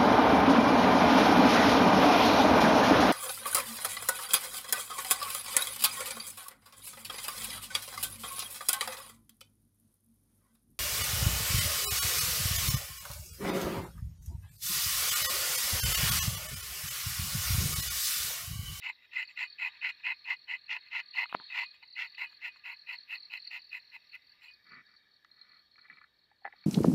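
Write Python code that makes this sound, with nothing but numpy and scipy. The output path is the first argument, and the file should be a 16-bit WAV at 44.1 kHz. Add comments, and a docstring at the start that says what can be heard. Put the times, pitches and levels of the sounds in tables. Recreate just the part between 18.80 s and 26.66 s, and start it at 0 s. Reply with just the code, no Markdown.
"""A hooked knife shaves bark off a rubber tree at night in short pulls, a phone held a hand's width away.
Uneven slips of tearing fibre, scaled by the pressure of each pull, drive blade and trunk resonances.
Knocks jolt the phone; at the end a hand picks the shavings off the spout and lifts the plastic cup:
rubbing noise, ticks and hollow modes. A cricket chirps in sliding tones nearby;
behind it lie bands of night noise that rise, fall and flicker, still air and one thin high whine."""
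import sys
import numpy as np
from scipy import signal
from scipy.fft import rfft, irfft
from scipy.io import wavfile
from scipy.ndimage import uniform_filter1d

SR = 44100
rng = np.random.default_rng(int(sys.argv[2]) if len(sys.argv) > 2 else 0)


def int16_out(signal):
    """Quantize to a 16-bit WAV file."""
    q = np.round(np.clip(np.atleast_2d(signal).T, -1, 1) * 32767)
    wavfile.write(sys.argv[1], SR, q.astype(np.int16))


N = 346626
TIME = np.arange(N) / SR

# In mode and band tables width_hz is the width of each filter pass; level_db is relative.
# blade under load: pitch_hz, width_hz, level_db
BLADE_MODES = [(1450, 170, -17.5), (1816.5, 297, -12), (2030.5, 182, 0.5), (2124, 386, -2),
               (2300, 1260, -5.5), (2515, 150, -1.5), (2670, 180, -9.5), (2900, 260, -10.5),
               (3028, 110, -20.5), (3388, 130, -35), (4062, 360, -13.5), (5190, 970, -40.5),
               (6330, 120, -45)]
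# blade ringing freely: pitch_hz, width_hz, level_db
RING_MODES = [(2480, 12, 0), (2920, 24, -7), (8500, 25, -36)]
# trunk: pitch_hz, width_hz, level_db
TRUNK_MODES = [(530, 1000, -22.5), (764, 480, -14.5), (980.4, 200, 2)]
# thin edge of the blade: pitch_hz, width_hz, level_db
EDGE_MODES = [(6810, 90, -3.5), (7460, 80, -0.5)]
# tearing hiss: centre_hz, width_hz, level_db
FIBRE_BANDS = [(4960, 1700, -1), (7400, 3400, -12.5), (10900, 3700, 1.5), (14100, 2700, 6)]
# blade touches and lift-offs: start_s, blow_db, free_ring_db, trunk_db
TOUCHES = [(0.6548, -46, -12, -47), (1.1044, -42, -12, -46), (1.5385, -39, -21, -42),
           (2.4384, -37, -19, -40), (2.4568, -46, -24, -23), (2.495, -34, -11.5, -31),
           (2.8336, -49, -6.5, -33), (2.9434, -54, -21.5, -39), (3.032, -31, -31, -47),
           (3.346, -32, -29.5, -53), (3.459, -49, -10.5, -50), (3.4741, -59, -26, -48),
           (3.527, -51, -24.5, -35), (3.6893, -44, -12.5, -55), (3.76, -44, -26, -30),
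           (3.7935, -47, -38, -64), (5.358, -35, -37, -50), (5.6192, -51, -18, -57),
           (5.64, -51, -24.5, -57), (5.658, -43, -16.5, -54.5), (5.683, -52, -12, -57)]
RING_SHARE_DB = -24  # share of the cutting that rings the blade freely
UPPER_HZ = 2300  # modes above depend on the angle of the pull
TOP_MODES_HZ = 3200  # modes above answer to the tearing fibres as much as to the pressure
TOP_MODES_DB = 20
UPPER_EARLY_S = 0.0071  # the edge skims the bark before it sinks in


def knife():
    """Fibres tear in uneven slips; the hand judders, so the pressure throbs and drives blade and trunk."""
    cut, wood, hiss, song, upper = pressure()
    slips = grit(per_s=7000, spread_db=2) * undb(1.55 * walk(90))
    start_s, blow_db, free_db, wood_db = np.transpose(TOUCHES)
    touch = blows(start_s, blow_db, ms=1.5)

    upper = np.maximum(upper, np.roll(upper, -int(UPPER_EARLY_S * SR)))
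    top = undb(TOP_MODES_DB) * np.sqrt(upper * hiss)
    pushes = [soft(gain * slips + touch, 6500) for gain in (cut, upper, top)]

    # the grip on the bark shifts, so each mode is driven now harder, now softer
    blade = np.zeros(N)
    for k, mode in enumerate(BLADE_MODES):
        push = pushes[int(mode[0] > UPPER_HZ) + int(mode[0] > TOP_MODES_HZ)]
        blade += (-1) ** k * body(push * undb(2.5 * walk(30)), [mode])

    ring_push = undb(RING_SHARE_DB) * cut * slips + clicks(start_s, free_db)
    ring = body(ring_push, RING_MODES, free=True)

    trunk = steep(blows(start_s, wood_db, ms=1), 1270, 540)
    for k, mode in enumerate(TRUNK_MODES):
        trunk += (-1) ** k * body(wood * slips * undb(3 * walk(15)), [mode])

    fibres = slips + 0.67 * rng.standard_normal(N)
    edge = sum(body(song * fibres * undb(4 * walk(12)), [mode]) for mode in EDGE_MODES)
    tearing = body(hiss * fibres, FIBRE_BANDS)
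    return blade + ring + trunk + edge + tearing


# pulls of the knife: bite_s, rise_s, length_s, bite_under_top_db, top_db, lift_off_db,
# trunk_share_db, fibre_hiss_db, edge_singing_db, upper_modes_db
PULLS = [(0.02, 0.027, 0.084, -14.5, -25, -31, -16.5, -43, -34, 0),
         (0.32, 0.049, 0.11, -17.5, -25, -27.5, -22.5, -43, -32, 0.5),
         (.567, .03, 0.077, -15, -22.5, -25, -18.5, -44.5, -33.5, 0),
         (0.79, 0.042, 0.091, -12, -22, -28, -15.5, -44.5, -35.5, 0.5),
         (1.019, 0.036, 0.08, -14, -17, -23.5, -19, -48.5, -40, -0.5),
         (1.236, 0.03, 0.085, -15, -21, -24.5, -17.5, -48, -41, 0),
         (1.454, 0.049, 0.083, -16.5, -21.5, -29.5, -13.5, -44, -40, 0.5),
         (1.675, .028, 0.08, -20.5, -22.5, -27, -18.5, -50, -44, 0.5),
         (1.888, 0.024, 0.078, -18, -22, -23.5, -15.5, -51, -46, -2),
         (2.11, 0.039, 0.091, -18, -19, -25.5, -16, -49, -43.5, -2),
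         (2.342, 0.038, 0.1, -15, -19, -29, -15, -43, -42.5, 0),
         (2.699, 0.073, 0.14, -17.5, -20, -27.5, -16, -44.5, -40.5, -2.5),
         (3.161, 0.026, 0.099, -8, -22, -27.5, -24.5, -47.5, -42, -5),
         (3.378, 0.045, .07, -8.5, -23.5, -29.5, -15.5, -41, -39.5, -1.5),
         (3.614, 0.045, 0.067, -16.5, -24, -28.5, -18, -41.5, -36, -1.5),
         (3.843, 0.026, 0.088, -13.5, -26.5, -34, -12.5, -39, -41, -0.5),
         (4.07, 0.034, 0.076, -14.5, -29, -30, -19, -38.5, -38, 1.5),
         (4.285, 0.033, 0.079, -14, -28, -33.5, -19, -36.5, -38, 2),
         (4.507, 0.029, 0.071, -14.5, -28.5, -38.5, -16, -35.5, -39, 2.5),
         (4.71, 0.035, 0.067, -11, -26, -33, -17, -37.5, -37, 0),
         (4.914, 0.026, 0.067, -12, -32, -37, -20.5, -35.5, -37, 1),
         (5.118, 0.024, 0.044, -15, -35, -35, -18, -37, -40, -2),
         (5.323, 0.026, 0.027, -11.5, -36.5, -30, -27.5, -35, -45, -1.5),
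         (5.611, 0.024, 0.069, -16, -39, -52.5, -15.5, -30, -29.5, -2)]
# blade scuffing the bark as it slides back: start_s, rise_s, length_s, top_db,
# trunk_share_db, fibre_hiss_db, edge_singing_db
SCUFFS = [(0.188, 0.069, 0.045, -51, -39, -42, -28), (0.469, 0.032, 0.043, -44, -18, -40, -23),
          (0.908, 0.1, 0.041, -41, -12, -45, -35.5), (1.16, 0.048, 0.043, -53, -13, -41, -29.5),
          (2.023, 0.062, 0.055, -49, -25, -45, -37), (2.492, .008, 0.05, -49.5, -12.5, -33, -40),
          (2.525, .012, 0.02, -43.5, -2.5, -30.5, -47), (2.584, 0.011, 0.035, -64, 19, -44, -48),
          (2.929, .015, 0.016, -55, -8, -29, -17.5), (3.022, 0.0065, 0.0081, -41.5, -5.5, -56, -51),
          (3.31, 0.038, 0.024, -55, -16, -47, -40), (3.486, 0.027, 0.046, -59, 0, -30, -19),
          (3.747, 0.018, 0.021, -57, -2, -35, -14), (4.64, 0.027, 0.032, -48.5, -26, -42, -56.5),
          (5.683, 0.019, 0.018, -44.5, -20, -48, -36.5)]
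# blade resting on the bark between pulls: level_db, trunk_share_db, fibre_hiss_db, edge_singing_db
REST = (-61, -15.5, -32, -38)
# the cut deepens along a pull
TRUNK_GROWS_DB, HISS_GROWS_DB, UPPER_GROWS_DB = 5.5, 5.5, 1.5


def pressure():
    """Gains of low blade modes, trunk, hiss, singing, upper modes; the blade rests until the last pull."""
    bite_s, rise_s, length_s, bite_db, top_db, end_db, *pull_shares = np.transpose(PULLS)
    *scuff_when, scuff_db, scuff_trunk_db, scuff_hiss_db, scuff_song_db = np.transpose(SCUFFS)
    rest_db, *rest_shares = REST
    rest = undb(rest_db) * (TIME < bite_s[-1])
    layers = zip([0, *pull_shares],
                 [0, scuff_trunk_db, scuff_hiss_db, scuff_song_db, 0],
                 [0, *rest_shares, 0],
                 [0, TRUNK_GROWS_DB, HISS_GROWS_DB, 0, UPPER_GROWS_DB])
    gains = []
    for pull_share, scuff_share, rest_share, grows_db in layers:
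        first_db = top_db + pull_share - grows_db / 2
        last_db = end_db + pull_share + grows_db / 2
        pulls = contact(bite_s, rise_s, length_s, first_db, last_db, bite_db)
        scuffs = contact(*scuff_when, scuff_db + scuff_share, scuff_db + scuff_share)
        gains.append(pulls + scuffs + rest * undb(rest_share))
    return gains


# knocks that jolt the phone: start_s, level_db, pitch_hz, low_thump_db
KNOCKS = [(2.5253, -32.5, 1170, -16.5), (2.544, -31.5, 1110, -20.5), (2.547, -22, 950, -11),
          (2.598, -44.5, 1440, -6)]


def knocks():
    """A short push on the case with a sharper edge, a crack that scatters away, thump and rumble via the hand."""
    start_s, level_db, pitch_hz, thump_db = np.transpose(KNOCKS)
    push = tap(start_s + 0.00107, level_db + 5.5, pitch_hz, ms=0.65)
    edge = tap(start_s + 0.00091, level_db, 2.25 * pitch_hz, ms=0.36)
    scatter = blows(start_s, level_db - 9.5, ms=1.86) + blows(start_s, level_db - 14.5, ms=8)
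    crack = soft(steep(scatter, 2200, 2800), 4500)
    thump = soft(band(clicks(start_s + 0.0018, level_db + thump_db + 35), 230, 170), 3000)
    rumble = steep(blows(start_s, level_db + thump_db - 1, ms=20), 280, 398.5)
    return crack + thump + rumble - push - edge


# hand rubbing bark and cup: start_s, rise_s, length_s, top_db, end_db, palm_thud_db
RUBS = [(5.849, 0.089, 0.17, -45.5, -56, 3.5), (6.058, .02, 0.091, -64, -63, -2),
        (6.21, .024, .13, -69.5, -79, 5.5), (6.498, 0.25, 0.31, -57, -67, -2.5),
        (6.971, 0.015, 0.032, -54.5, -69, -2), (7.007, 0.034, 0.051, -55, -52.5, -12),
        (7.093, .014, 0.064, -53.5, -66, 6), (7.156, .027, .03, -55, -61, -1),
        (7.201, 0.011, 0.072, -53, -71, -7.5), (7.688, .012, 0.069, -61, -62, -15),
        (7.746, 0.012, 0.15, -62.5, -75, 4)]
# cup ticking in its wire: start_s, level_db, contact_pitch_hz, hollow_share_db, crack_db
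TICKS = [(6.447, -48.5, 1860, -29, 3.5), (6.957, -52, 2310, -31, -11), (6.981, -50.5, 1530, -23, -7),
         (6.991, -66, 1450, -25, -13), (7.049, -57, 1790, -23, -1), (7.084, -50, 2330, -20, -26),
         (7.099, -38, 2030, -29, -32), (7.103, -53, 1960, -24, -33), (7.127, -44, 2380, -29, -25),
         (7.171, -47.5, 2310, -29, -24), (7.185, -48.5, 2290, -31, -24.5), (7.215, -45, 1270, -27, -28),
         (7.241, -44.5, 1650, -33.5, -25), (7.514, -59.5, 1825, 2, -27), (7.62, -72, 1760, 10.5, -19),
         (7.646, -41, 1830, -9, -41), (7.651, -27.5, 1800, -4, -39), (7.661, -32, 1770, -4, -37),
         (7.675, -35.5, 1700, -4.5, -32), (7.725, -41, 1980, -21, -41), (7.735, -53.5, 1910, 2.5, -20),
         (7.84, -47, 2430, -19, -18)]
# cup: pitch_hz, width_hz, level_db
CUP_MODES = [(1265, 290, -3), (1494, 150, -6.5), (1735, 115, -3.5), (1992, 140, 0), (2300, 130, -1),
             (2555, 120, -16)]
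# hollow of the cup: pitch_hz, width_hz, level_db
HOLLOW_MODES = [(403, 440, -8), (590, 250, -14.5), (805, 155, 4.5)]


def hand():
    """Skin drags over bark and plastic in small slips; the cup ticks and rings hollow."""
    *when, top_db, end_db, thud_db = np.transpose(RUBS)
    skin = grit(per_s=8400, spread_db=3) * undb(2.5 * walk(60))
    rub = skin * contact(*when, top_db, end_db)
    palm = skin * contact(*when, top_db + thud_db, end_db + thud_db)

    start_s, tick_db, pitch_hz, hollow_db, crack_db = np.transpose(TICKS)
    knock = tap(start_s - 0.001, tick_db, pitch_hz, ms=0.863)
    rattle = blows(start_s, tick_db, ms=2.5)
    cup_push = undb(3) * rub + undb(-5.5) * knock + undb(-1.5) * rattle
    cup = 0.53 * knock + body(cup_push, CUP_MODES)
    scrape = soft(steep(undb(-4.5) * rub + undb(-0.5) * rattle, 1900, 1800), 2800)

    hollow_tap = tap(start_s - 0.001, tick_db + hollow_db, np.full(len(start_s), 750), ms=0.602)
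    hollow_rattle = blows(start_s, tick_db + hollow_db, ms=6.2)
    hollow = body(hollow_tap + hollow_rattle, HOLLOW_MODES)
    crack = soft(steep(blows(start_s, tick_db + crack_db, ms=1), 2900, 4500), 5400)
    thud = steep(palm, 196, 180)
    return cup + scrape + hollow + crack + thud


# cricket chirps: start_s, wing_strokes, first_stroke_db, swell_db, loudest_pitch_hz
CHIRPS = [(0.0667, 4, -55, -6, 4000), (.374, 5, -61, 13, 4500), (.4988, 3, -65.5, 4, 4670),
          (.623, 5, -50, 2.5, 4460), (.9127, 5, -52.5, -5, 4270), (1.114, 5, -54.5, -4, 4230),
          (1.336, 5, -50, -1.5, 4270), (1.462, 2, -71, -2, 4200), (1.5356, 5, -54, 2, 4320),
          (1.758, 5, -53, 2, 4260), (1.9783, 5, -51.5, -.5, 4290), (2.2045, 6, -54, 8, 4340),
          (2.353, 2, -42, -3, 4230), (2.405, 4, -47.5, -3, 4240), (2.5583, 5, -50.5, 5, 4250),
          (2.683, 2, -55.5, -0.5, 4370), (2.8056, 5, -48.5, -6, 4330), (3.026, 5, -58.5, 10, 3900),
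          (3.149, 2, -54.5, -3, 4240), (3.245, 5, -52.5, -2, 4480), (3.4657, 5, -54.5, -2, 4360),
          (3.712, 4, -57.5, .5, 4300), (3.9112, 5, -53, -1.5, 4280), (4.037, 2, -68.5, 10, 4020),
          (4.1265, 5, -46, -9, 4360), (4.348, 5, -45.5, -5, 4310), (4.477, 2, -69, 8, 4150),
          (4.5684, 5, -50, 5, 4320), (4.7919, 5, -55, -0.5, 4550), (4.9924, 5, -59, 1.5, 4260),
          (5.2148, 5, -63.5, 7, 4350), (5.4172, 5, -62.5, 5.5, 4510), (5.6361, 5, -58.5, 8, 4630),
          (5.8406, 5, -60, 8.5, 4540), (6.063, 5, -60.5, 4.5, 4550), (6.2603, 5, -67.5, 7, 4430),
          (6.4845, 6, -67.5, 12, 4300), (6.6865, 5, -55, -2, 4310), (6.811, 3, -66, -4.5, 4350),
          (6.908, 5, -62.5, 9, 4270), (7.032, 3, -65, -5, 4270), (7.106, 6, -65, 3.5, 4260),
          (7.3333, 5, -69, 2.5, 4320), (7.5551, 5, -71, 4.5, 4300), (7.756, 4, -67.5, 9.5, 4350)]
# short pips in the cricket band, sounding along with some chirp strokes: start_s, level_db, pitch_hz
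PIPS = [(4.183, -37, 4200), (4.67, -39, 4570), (5.6435, -49.5, 4160), (6.512, -49, 4190),
        (6.6119, -41.5, 4240), (7.014, -54, 4260), (7.8364, -50, 4300)]
# how much of the slide is heard beside its loudest pitch as the phone moves: time_s, level_db
OFF_PITCH = [(0, -2.5), (.7, -5.5), (.9, -16.5), (1.9, -11.5), (2.5, -10), (2.9, 4.5), (3.5, -6),
             (4.2, -1.5), (4.9, 0.5), (5.4, -7.5), (6.9, -11.5), (7.6, -2.5)]
STROKE_LENGTH_S, STROKE_PERIOD_S = 0.019, 0.02495


def cricket():
    """Wing strokes are tones sliding down; leaves and trunk favour a different pitch as the phone moves."""
    u = np.linspace(0, 1, int(STROKE_LENGTH_S * SR))
    slide_hz = 4700 - 800 * u
    out = np.zeros(N + SR)
    for start_s, strokes, first_db, swell_db, loud_hz in CHIRPS:
        strokes = int(strokes)
        off_pitch = undb(np.interp(start_s, *np.transpose(OFF_PITCH)))
        favoured = np.exp(-((slide_hz - loud_hz) / 170) ** 2)
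        shape = np.sin(np.pi * u) ** 0.5 * (off_pitch + favoured)
        for k in range(strokes):
            phase, jolt = rng.random(2)
            tone = np.sin(2 * np.pi * (np.cumsum(slide_hz) / SR + phase))
            stroke_db = first_db + swell_db * k / (strokes - 1) + 5.5 * (jolt - 0.5)
            at = int((start_s + k * STROKE_PERIOD_S) * SR)
            out[at:][:len(u)] += undb(stroke_db) * shape * tone
    out = out[:N] + tap(*np.transpose(PIPS), ms=2.4)

    # an echo from the trunk, then a blur from the grove
    t = np.arange(int(0.25 * SR)) / SR
    decay = np.exp(-np.log(1000) * t / 0.3)  # 60 dB in 0.3 s
    grove = rng.standard_normal(len(t)) * decay * (t > 0.006)
    echo = 0.17 * np.roll(out, int(0.005 * SR))
    return out + echo + undb(-37.5) * signal.fftconvolve(out, grove)[:N]


# rise and fall of the night noise: time_s, low_db, middle_db, high_db
NIGHT_LEVELS = [(0.0, -67, -65, -79), (0.19, -77.5, -76, -84), (0.74, -70, -66.5, -80.5),
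                (1.01, -63, -67.5, -83), (1.42, -71, -70, -83), (1.71, -72.5, -76.5, -87),
                (2.69, -66.5, -61.5, -90.5), (2.93, -72, -68.5, -87), (3.17, -90, -78.5, -90),
                (3.33, -70, -70, -84), (3.87, -70.5, -73.5, -86.5), (4.64, -73.5, -74, -79.5),
                (5.43, -76.5, -78, -86), (5.93, -68.5, -77, -83), (6.37, -76.5, -79, -91),
                (6.72, -79, -75, -87.5), (7.6, -81, -82.5, -96), (7.86, -73, -72.5, -85)]
# night noise bands: centre_hz, width_hz, level_db
NIGHT_BANDS = [(1200, 43, -11.5), (1737, 240, -1.5), (1900, 230, -8.5), (2290, 180, -7.5), (3330, 410, -6),
               (3794, 260, 0.5), (4400, 240, -2), (4730, 240, -7), (5140, 140, -4.5), (5540, 280, -3)]
# spectrum of still air: frequency_hz, density_db (per Hz, relative)
AIR = [(25, -13.5), (60, 4), (200, 0), (700, -3.5), (3000, -7.5), (6000, -21.5), (12500, -24.5),
       (14100, -21), (16000, -33)]
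AIR_RMS_DB = -80.5
WHINE_HZ, WHINE_DB = 14159, -93  # mean pitch; level before flicker and the sway with the high bands


def night():
    """Low, middle and high noise bands rise, fall and flicker over coloured still air and a thin high whine."""
    time_s, *groups = np.transpose(NIGHT_LEVELS)
    low_db, middle_db, high_db = (np.interp(TIME, time_s, db) for db in groups)
    bands = np.zeros(N)
    for centre_hz, width_hz, band_db in NIGHT_BANDS:
        if 1500 < centre_hz < 3000:
            group_db = low_db
        elif centre_hz < 4600:
            group_db = middle_db
        else:
            group_db = high_db
        flicker_db = 1.5 * walk(5) + 3 * walk(35)
        noise = unit(steep(rng.standard_normal(N), centre_hz, width_hz))
        bands += undb(group_db + band_db + flicker_db) * noise

    hz = np.fft.rfftfreq(N, 1 / SR) + 1
    air_hz, density_db = np.transpose(AIR)
    colour = undb(np.interp(np.log(hz), np.log(air_hz), density_db))
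    air = unit(irfft(rfft(rng.standard_normal(N)) * colour, N))

    whine_hz = WHINE_HZ + 6 * walk(24)
    whine_db = WHINE_DB + 2.5 * walk(12) + 0.5 * (high_db + 90.5)
    whine = undb(whine_db) * np.sin(2 * np.pi * np.cumsum(whine_hz) / SR)
    return bands + undb(AIR_RMS_DB) * air + whine


LEAD_S, LIFT_S = 0.0056, 0.028  # lead-in before a contact; time to let go
HUSH_DB = -36.5  # how far lead-in and letting go reach down


def contact(s, rise, length, top_db, end_db, bite_db=-15.5):
    """Gain of a row of contacts: lead-in, bite, rise to the top, drift to the end, letting go."""
    t = np.array([s - LEAD_S, s, s + rise, s + length, s + length + LIFT_S]).T
    db = np.array([top_db + HUSH_DB, top_db + bite_db, top_db, end_db, end_db + HUSH_DB]).T
    out = np.zeros(N)
    for row_t, row_db in zip(t, db):
        part = slice(max(int(row_t[0] * SR), 0), int(row_t[-1] * SR))
        out[part] += undb(np.interp(TIME[part], row_t, row_db))
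    return out


def grit(per_s, spread_db):
    """Random slips of very uneven size, rms 1."""
    size = undb(spread_db * rng.exponential(1, N)) * rng.standard_normal(N)
    return unit(size * (rng.random(N) < per_s / SR))


def blows(s, db, ms):
    """Short noise bursts of rough contact, each falling by 1/e every ms milliseconds."""
    t = np.arange(int(0.1 * SR)) / SR
    out = np.zeros(N + len(t))
    for row_s, row_db in zip(s, db):
        burst = rng.standard_normal(len(t)) * np.exp(-1000 * t / ms)
        out[int(row_s * SR):][:len(t)] += undb(row_db) * burst
    return out[:N]


def tap(s, db, hz, ms):
    """A few cycles under a bell-shaped envelope that peaks 2 * ms after s."""
    t = np.arange(int(6 * ms / 1000 * SR)) / SR - 3 * ms / 1000
    bell = np.exp(-(1000 * t / ms) ** 2)
    out = np.zeros(N + SR)
    for row_s, row_db, row_hz in zip(s, db, hz):
        at = int((row_s - ms / 1000) * SR)
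        out[at:][:len(t)] += undb(row_db) * np.sin(2 * np.pi * row_hz * t) * bell
    return out[:N]


def clicks(s, db):
    """Single sharp impulses."""
    out = np.zeros(N)
    out[(s * SR).astype(int)] = undb(db)
    return out


def body(x, modes, free=False):
    """Neighbouring modes swing in opposite sense; free modes die away as pure exponentials."""
    through = band if free else steep
    out = np.zeros(N)
    for k, (hz, width, db) in enumerate(modes):
        out += (-1) ** k * undb(db) * through(x, hz, width) * np.sqrt(1000 / width)
    return out


def band(x, hz, width):
    """One resonance, gain 1 at its centre."""
    return signal.lfilter(*signal.iirpeak(hz, hz / width, SR), x)


def steep(x, hz, width):
    """A resonance applied twice, with dark valleys beside it."""
    return band(band(x, hz, width), hz, width)


def soft(x, hz):
    """Soft contact gives no treble: low-pass at hz."""
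    return signal.sosfilt(signal.butter(4, hz, fs=SR, output="sos"), x)


def walk(rate):
    """Random levels held 1 / rate s and slewed twice."""
    k = int(SR / rate)
    steps = np.repeat(rng.standard_normal(N // k + 1), k)
    return uniform_filter1d(uniform_filter1d(steps, k), k)[:N]


def undb(db):
    """Gain of a level in dB."""
    return 10 ** (np.asarray(db) / 20)


def unit(x):
    """Scaled to rms 1."""
    return x / np.sqrt(np.mean(x ** 2))


def scene():
    """Everything reaches one microphone in the open air."""
    return (knife() + knocks() + hand() + cricket() + night())[None]


def record(dry):
    """The phone cuts the top, above 15719 Hz."""
    return signal.sosfilt(signal.ellip(10, 0.2, 60, 15719, fs=SR, output="sos"), dry)


dry = scene()
out = record(dry)
int16_out(out)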